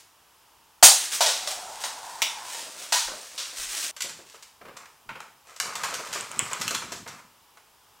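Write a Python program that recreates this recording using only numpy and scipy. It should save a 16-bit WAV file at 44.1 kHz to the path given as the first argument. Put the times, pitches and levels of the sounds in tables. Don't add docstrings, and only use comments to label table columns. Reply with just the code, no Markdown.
import sys
import numpy as np
from scipy import signal
from scipy.fft import rfft, irfft
from scipy.io import wavfile

SR = 44100
rng = np.random.default_rng(int(sys.argv[2]) if len(sys.argv) > 2 else 0)


def store_pcm(level_fs):
    pcm = np.round(np.clip(level_fs, -1, 1) * 32767).astype(np.int16)
    wavfile.write(sys.argv[1], SR, np.atleast_2d(pcm).T)


N = 352800
T = np.arange(N) / SR

# frequency in Hz, gain in dB.
SIZZLE_SPECTRUM = [(1500, -33.5), (3500, -11.5), (6500, -1), (9000, -2), (10800, -9), (15500, -11.5)]
STEEL_SPECTRUM = [(880, -32), (1500, -2), (1810, -2), (2450, -2.5), (2750, -2), (3440, -2), (7530, -1),
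                  (10900, -13), (13700, -14.5), (15500, -25)]
WOOD_SPECTRUM = [(150, -28), (330, -33), (520, -1.5), (700, -6), (950, 3), (1350, 3), (1800, -2),
                 (2500, -3), (3600, -13.5), (14000, -33)]


def undb(db):
    return 10 ** (np.asarray(db) / 20)


def unit(x):
    return x / np.sqrt(np.mean(x ** 2))


def decay(t, t60_s):
    return np.exp(-np.log(1000) * t / t60_s)


def on_log(points, hz):
    points_hz, values = np.transpose(points)
    return np.interp(np.log(hz + 1), np.log(points_hz), values)


def through(x, response):
    return signal.oaconvolve(x, response / np.linalg.norm(response))[:N]


def colour(x, spectrum, size=4096):
    cepstrum = irfft(np.log(undb(on_log(spectrum, np.fft.rfftfreq(size, 1 / SR)))))
    causal = np.r_[1, np.full(size // 2 - 1, 2), np.zeros(size // 2)]
    return through(x, irfft(np.exp(rfft(cepstrum * causal))))


def ring(x, modes):
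    t, response = T[:4096], 0
    for k, (hz, width_hz, db) in enumerate(modes):
        envelope = t * np.exp(-np.pi * width_hz * t)
        response += undb(db) * unit(envelope * np.sin(2 * np.pi * hz * t + k * np.pi / 2))
    return through(x, response)


def drift(rate_hz):
    knots = rng.standard_normal(N // 20)
    return np.interp(T * rate_hz, np.arange(len(knots)), knots) * np.sqrt(3 / 2)


def grit(per_s, spread_db):
    contacts = rng.random(N) < per_s / SR
    return unit(contacts * rng.standard_normal(N) * undb(spread_db * rng.standard_normal(N)))


def blows(rows, tick, per_s=6000, size=32768):
    force, t = np.zeros(N + size), T[:size]
    chatter = np.resize(grit(per_s, 0.9), N + size)
    for start_s, db, rise_s, t60_s in rows:
        i = int(np.clip(start_s * SR, 0, N - 1))
        envelope = (1 - np.exp(-t / max(rise_s, 1 / SR))) * decay(t, t60_s)
        force[i:i + size] += undb(db) * envelope / envelope.max() * chatter[i:i + size]
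        force[i] += undb(db) * tick
    return force


def strokes(rows, attack_s, release_s):
    gain = 0
    for start_s, length_s, db in rows:
        t = np.maximum(T - start_s, 0)
        gain += undb(db) * (1 - np.exp(-t / attack_s)) * np.exp(-np.maximum(t - length_s, 0) / release_s)
    return gain


def air():
    # frequency in Hz, gain in dB.
    spectrum = [(15, -44), (25, -25.5), (64, -6.5), (215, -14), (470, -10), (509, -12.5), (762, -7),
                (826, -4), (896, -1.5), (2120, -14.5), (3010, -10), (4270, -16.5), (5010, -12.5),
                (6050, -15.5), (15500, -18.5)]
    return undb(-59 + 0.24 * drift(7.5)) * colour(rng.standard_normal(N), spectrum)


def channel_hiss():
    # frequency in Hz, gain in dB.
    spectrum = [(20, -10.5), (200, -12.5), (1000, -15.5), (15000, -21.5)]
    return undb(-69) * np.array([colour(noise, spectrum) for noise in rng.standard_normal((2, N))])


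def buckling(build_s=0.038, boom_width_hz=140):
    # start in s, level in dB, boom offset in dB, main mode in Hz, t60 in s.
    buckles = [(0.8265, -1.5, 3, 668, 0.11), (1.206, -13, 4.5, 613, 0.25), (1.261, -20, 1.5, 566, 0.59),
               (1.473, -20, -6, 610, 0.068), (1.838, -24.5, 4.5, 750, 0.17), (2.547, -34, 6.5, 550, 0.086),
               (2.9225, -15, 2, 972, 0.41), (3.078, -37.5, 18, 846, 0.046), (3.378, -23.5, -28, 580, 0.38)]
    # frequency in Hz, width in Hz, level in dB.
    flex_modes = [(580.5, 130, -6.5), (902, 200, 1.5), (1498, 292.5, -3.5), (1900, 160, -6.5)]
    # frequency in Hz, gain in dB.
    crash_spectrum = [(200, -44.5), (400, -28.5), (560, -16), (900, -12.5), (1200, -5), (1700, -7.5),
                      (2400, -4), (3900, 1), (6000, -1), (8800, -7.5), (10800, -18), (15500, -28)]
    thrash = [(s, db, build_s * undb(db) ** 2, t60_s) for s, db, _, _, t60_s in buckles]
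    sizzles = [(s, 1.6 * db, rise_s, t60_s) for s, db, rise_s, t60_s in thrash]
    cracks = [(s, db - 5.5, 0.0003, 0.014) for s, db, _, _ in thrash]
    crash = colour(blows(thrash + cracks, tick=1, per_s=12000), crash_spectrum)
    sizzle = colour(blows(sizzles, tick=0, per_s=19000), SIZZLE_SPECTRUM)
    boom = 0
    for s, db, boom_db, mode_hz, t60_s in buckles:
        force = blows([(s, db + boom_db, 0.0005, 0.33 * t60_s)], tick=10)
        boom += ring(force, [(mode_hz, boom_width_hz, 0), *flex_modes])
    return undb(-7) * crash + undb(-4) * sizzle + undb(-11) * boom


def thumps():
    # start in s, level in dB, rise in s.
    hits = [(0.828, -46, 0.0062), (3.03, -57, 0.034), (3.575, -54, .035), (4.62, -75, 0.027),
            (5.06, -63, 0.028)]
    # frequency in Hz, gain in dB.
    floor_spectrum = [(15, -14.5), (30, 2.5), (45, -5.5), (70, -17), (200, -42), (800, -66)]
    force = blows([(s, db, rise_s, 7 * rise_s) for s, db, rise_s in hits], tick=0)
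    return undb(1.5) * colour(force, floor_spectrum)


def sliding():
    # start in s, length in s, level in dB.
    pushes = [(0.975, 0.082, -34.5), (1.102, 0.056, -28), (1.46, 0.057, -35), (1.8, 0.05, -36.5),
              (2.437, 0.18, -43.5), (2.77, 0.064, -42), (3.548, 0.089, -36), (3.675, 0.19, -35)]
    creep = (0.91, 2.96, -45.5)
    # frequency in Hz, gain in dB.
    scrape_spectrum = [(150, -34), (300, -14), (550, -14.5), (900, -10), (1600, -4), (3000, -2.5),
                       (4600, -2), (6500, -1.5), (9000, -3), (10600, -11), (15500, -16)]
    first_pull = undb(-47.5) * decay(T, t60_s=0.14)
    speed = first_pull + strokes([creep, *pushes], attack_s=0.027, release_s=0.019)
    scrape = colour(grit(4000, 1.4) * undb(0.89 * drift(70)), scrape_spectrum)
    sing = undb(25.5) * speed * colour(grit(8000, 1.2), SIZZLE_SPECTRUM)
    return undb(-1.5) * speed * (scrape + sing)


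def reel(start_s=1.3, length_s=1.155, empty_hz=667, full_hz=948, fill_s=0.49, width_hz=170):
    hz = full_hz + (empty_hz - full_hz) * np.exp(-np.maximum(T - start_s, 0) / fill_s)
    phase = 2 * np.pi * np.cumsum(hz) / SR
    t, whirr = T[:4096], 0
    for ratio, db in ((1, 0), (1.7, -7)):
        contacts = grit(1200, 3) + 1j * grit(1200, 3)
        rub = through(contacts, t * np.exp(-2 * np.pi * width_hz * ratio * t))
        whirr += undb(db) * np.real(rub * np.exp(1j * ratio * phase))
    return strokes([(start_s, length_s, -46.5)], attack_s=0.028, release_s=0.11) * whirr


def lock():
    # start in s, level in dB.
    hits = [(2.2191, -13.5), (2.2238, -11.5), (2.227, -16.5), (2.238, -20)]
    # frequency in Hz, gain in dB.
    plastic_spectrum = [(200, -33), (600, -13.5), (1700, -15), (2200, 0), (3100, -1), (4200, -7.5),
                        (6500, -8), (9000, -14), (11000, -23), (15000, -20)]
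    force = blows([(s, db, 0.0001, 0.014) for s, db in hits], tick=4.8)
    return undb(-2) * colour(force, plastic_spectrum)


def wobbling():
    # start in s, length in s, level in dB.
    wobbles = [(2.54, 0.31, -54.5), (3.071, 0.061, -45), (3.263, 0.62, -59)]
    # frequency in Hz, gain in dB.
    spectrum = [(60, -33), (150, -15.5), (300, -8), (450, -6.5), (600, 2), (800, -8), (1100, -5),
                (1600, -10), (4000, -48)]
    return strokes(wobbles, attack_s=0.0081, release_s=0.064) * colour(grit(220, 2.7), spectrum)


def taps(rise_s=0.001):
    # start in s, level in dB, body offset in dB, t60 in s.
    hits = [(3.965, -31.5, -6, 0.066), (4.006, -21.5, -8, 0.038), (4.0205, -18, -19, 0.03),
            (4.0927, -31.5, -5, 0.06), (4.4257, -31.5, -11, 0.04), (4.768, -35.5, 5.5, 0.038),
            (4.857, -41.5, 5, 0.028), (5.2037, -34.5, 8.5, 0.012), (5.563, -32.5, -5, 0.041),
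            (5.6001, -15.5, -4.5, 0.041), (5.754, -24, 1.5, 0.05), (5.8352, -20, 2, 0.071),
            (5.94, -21.5, -31, 0.055), (6.128, -25.5, -5.5, 0.22), (6.6134, -20, -10, 0.071),
            (6.6792, -15.5, -7, 0.017), (6.708, -20.5, -18, 0.029), (6.7471, -17.5, -1, 0.044),
            (6.9205, -28, -1, 0.074), (7.0771, -28.5, -4, 0.065), (7.5722, -46, 9, 0.03)]
    steel = blows([(s, db, rise_s, t60_s) for s, db, _, t60_s in hits], tick=5.5, per_s=3000)
    wood = blows([(s, db + body_db, rise_s, t60_s) for s, db, body_db, t60_s in hits], tick=4.3)
    return undb(-7) * colour(steel, STEEL_SPECTRUM) + undb(-9) * colour(wood, WOOD_SPECTRUM)


def handling():
    # start in s, length in s, level in dB.
    shifts = [(4.02, 0.21, -66), (4.61, 0.075, -59.5), (5.041, 0.11, -61), (5.61, 0.72, -58),
              (6.356, 0.073, -49), (6.589, 0.5, -53)]
    # frequency in Hz, gain in dB.
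    spectrum = [(40, -61), (90, 2.5), (140, 7), (260, 3.5), (400, -4), (900, -65)]
    return strokes(shifts, attack_s=0.0056, release_s=0.093) * colour(grit(500, 6.2), spectrum)


def drawing(attack_s=0.0086, release_s=0.033):
    # start in s, length in s, rub level in dB, edge level in dB.
    draws = [(4.027, 0.17, -58, -44), (4.26, 0.1, -70, -44.5), (4.744, 0.083, -47.5, -58),
             (5.197, 0.036, -48, -64), (5.449, 0.08, -51, -46), (5.614, 0.26, -36, -37),
             (5.802, 0.95, -39.5, -35.5), (6.807, 0.12, -52, -38.5), (6.912, 0.023, -50, -29),
             (7.083, 0.095, -47.5, -46.5)]
    # frequency in Hz, gain in dB.
    rub_spectrum = [(250, -12), (500, 8), (700, 6.5), (900, 9), (1250, 14), (1700, 5), (2500, 7),
                    (4500, -56), (12000, -21)]
    slip = undb(2.2 * drift(60))
    rub = colour(grit(900, 2.5), rub_spectrum)
    crackle = colour(grit(1500, 2.2), STEEL_SPECTRUM)
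    on_face = strokes([(s, length_s, db) for s, length_s, db, _ in draws], attack_s, release_s)
    on_edge = strokes([(s, length_s, db) for s, length_s, _, db in draws], attack_s, release_s)
    return slip * (undb(-6) * on_face * rub + undb(-12.5) * on_edge * crackle)


def knocks(t60_s=0.077):
    # start in s, level in dB, thud offset in dB.
    hits = [(4.045, -39, 14), (4.191, -42, 10), (4.342, -39, 1), (4.613, -39.5, 7.5), (4.652, -36, 4),
            (4.683, -35.5, 3.5), (5.091, -25, -14.5), (5.155, -30.5, -5), (5.642, -42, 6),
            (5.923, -27, 1.5), (5.995, -35.5, 12), (6.154, -25, 2), (6.393, -24.5, -6), (6.532, -26.5, -9),
            (6.709, -32.5, 11.5), (6.82, -27, -3), (6.92, -31, 6.5), (7.062, -32, 0)]
    # frequency in Hz, gain in dB.
    thud_spectrum = [(50, -24), (130, -19), (330, -6), (520, 0), (660, -4.5), (900, -9), (2500, -34)]
    wood = blows([(s, db, 0.001, t60_s) for s, db, _ in hits], tick=4.4)
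    thud = blows([(s, db + thud_db, 0.002, t60_s) for s, db, thud_db in hits], tick=11.4)
    return undb(-9) * colour(wood, WOOD_SPECTRUM) + undb(-16) * colour(thud, thud_spectrum)


def case_clicks(rattle_t60_s=0.17):
    # start in s, level in dB.
    hits = [(6.2092, -22), (6.3157, -25.5), (6.3924, -7), (6.5327, -16.5)]
    # frequency in Hz, gain in dB.
    shell_spectrum = [(900, -27), (2000, -20), (2900, -7), (3500, -14), (4600, -26), (6000, -12),
                      (7100, -2), (8100, 0.5), (9000, -1.5), (10500, -24), (15000, -25)]
    # frequency in Hz, width in Hz, level in dB.
    shell_modes = [(1370, 500, -10), (2250, 670, 4), (3080, 360, 3)]
    contact = blows([(s, db, 0.0001, 0.007) for s, db in hits], tick=7.3)
    chatter = blows([(s, db - 19, 0.001, rattle_t60_s) for s, db in hits], tick=0)
    return undb(-6) * colour(contact, shell_spectrum) + undb(-4.5) * ring(chatter, shell_modes)


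def room(x, wet_db, onset_s, patterns=8, shifts_per_s=130, size=32768):
    # frequency in Hz, t60 in s.
    reverb_times = [(100, 0.17), (500, 0.37), (1400, 0.42), (4000, 0.45), (9000, 0.43), (15000, 0.31)]
    t, hz = T[:size], np.fft.rfftfreq(size, 1 / SR)
    octave = np.round(np.log2(np.clip(hz, 128, 16384)))
    onset = 1 - np.exp(-t / onset_s)
    fades = {k: onset * decay(t, on_log(reverb_times, 2 ** k)) for k in np.unique(octave)}
    echoes = 0
    for pattern in range(patterns):
        scatter = np.exp(2j * np.pi * rng.random(len(hz)))
        tail = sum(irfft(scatter * (octave == k)) * fade for k, fade in fades.items())
        crossfade = np.sin(np.pi / 2 * np.minimum((shifts_per_s * T - pattern) % patterns, 2))
        echoes += through(x * crossfade, tail)
    return x + undb(wet_db) * echoes


def scene(switch_s=3.912):
    standing = room(buckling() + wobbling() + sliding() + reel(), wet_db=-1, onset_s=0.0013)
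    at_board = room(taps() + knocks() + drawing() + handling(), wet_db=-0.5, onset_s=0.0004)
    clack = room(lock(), wet_db=-1, onset_s=0.00053, patterns=2)
    clicks = room(case_clicks(), wet_db=-9, onset_s=0.0005, patterns=2)
    mono = np.where(T < switch_s, standing, at_board) + clack + clicks + thumps() + air()
    return mono + channel_hiss()


def record(dry, cutoff_hz=15800):
    lowpass = signal.ellip(10, 0.2, 70, cutoff_hz, fs=SR, output="sos")
    return signal.sosfilt(lowpass, np.clip(dry, -0.95, 0.95))


dry = scene()
out = record(dry)
store_pcm(out)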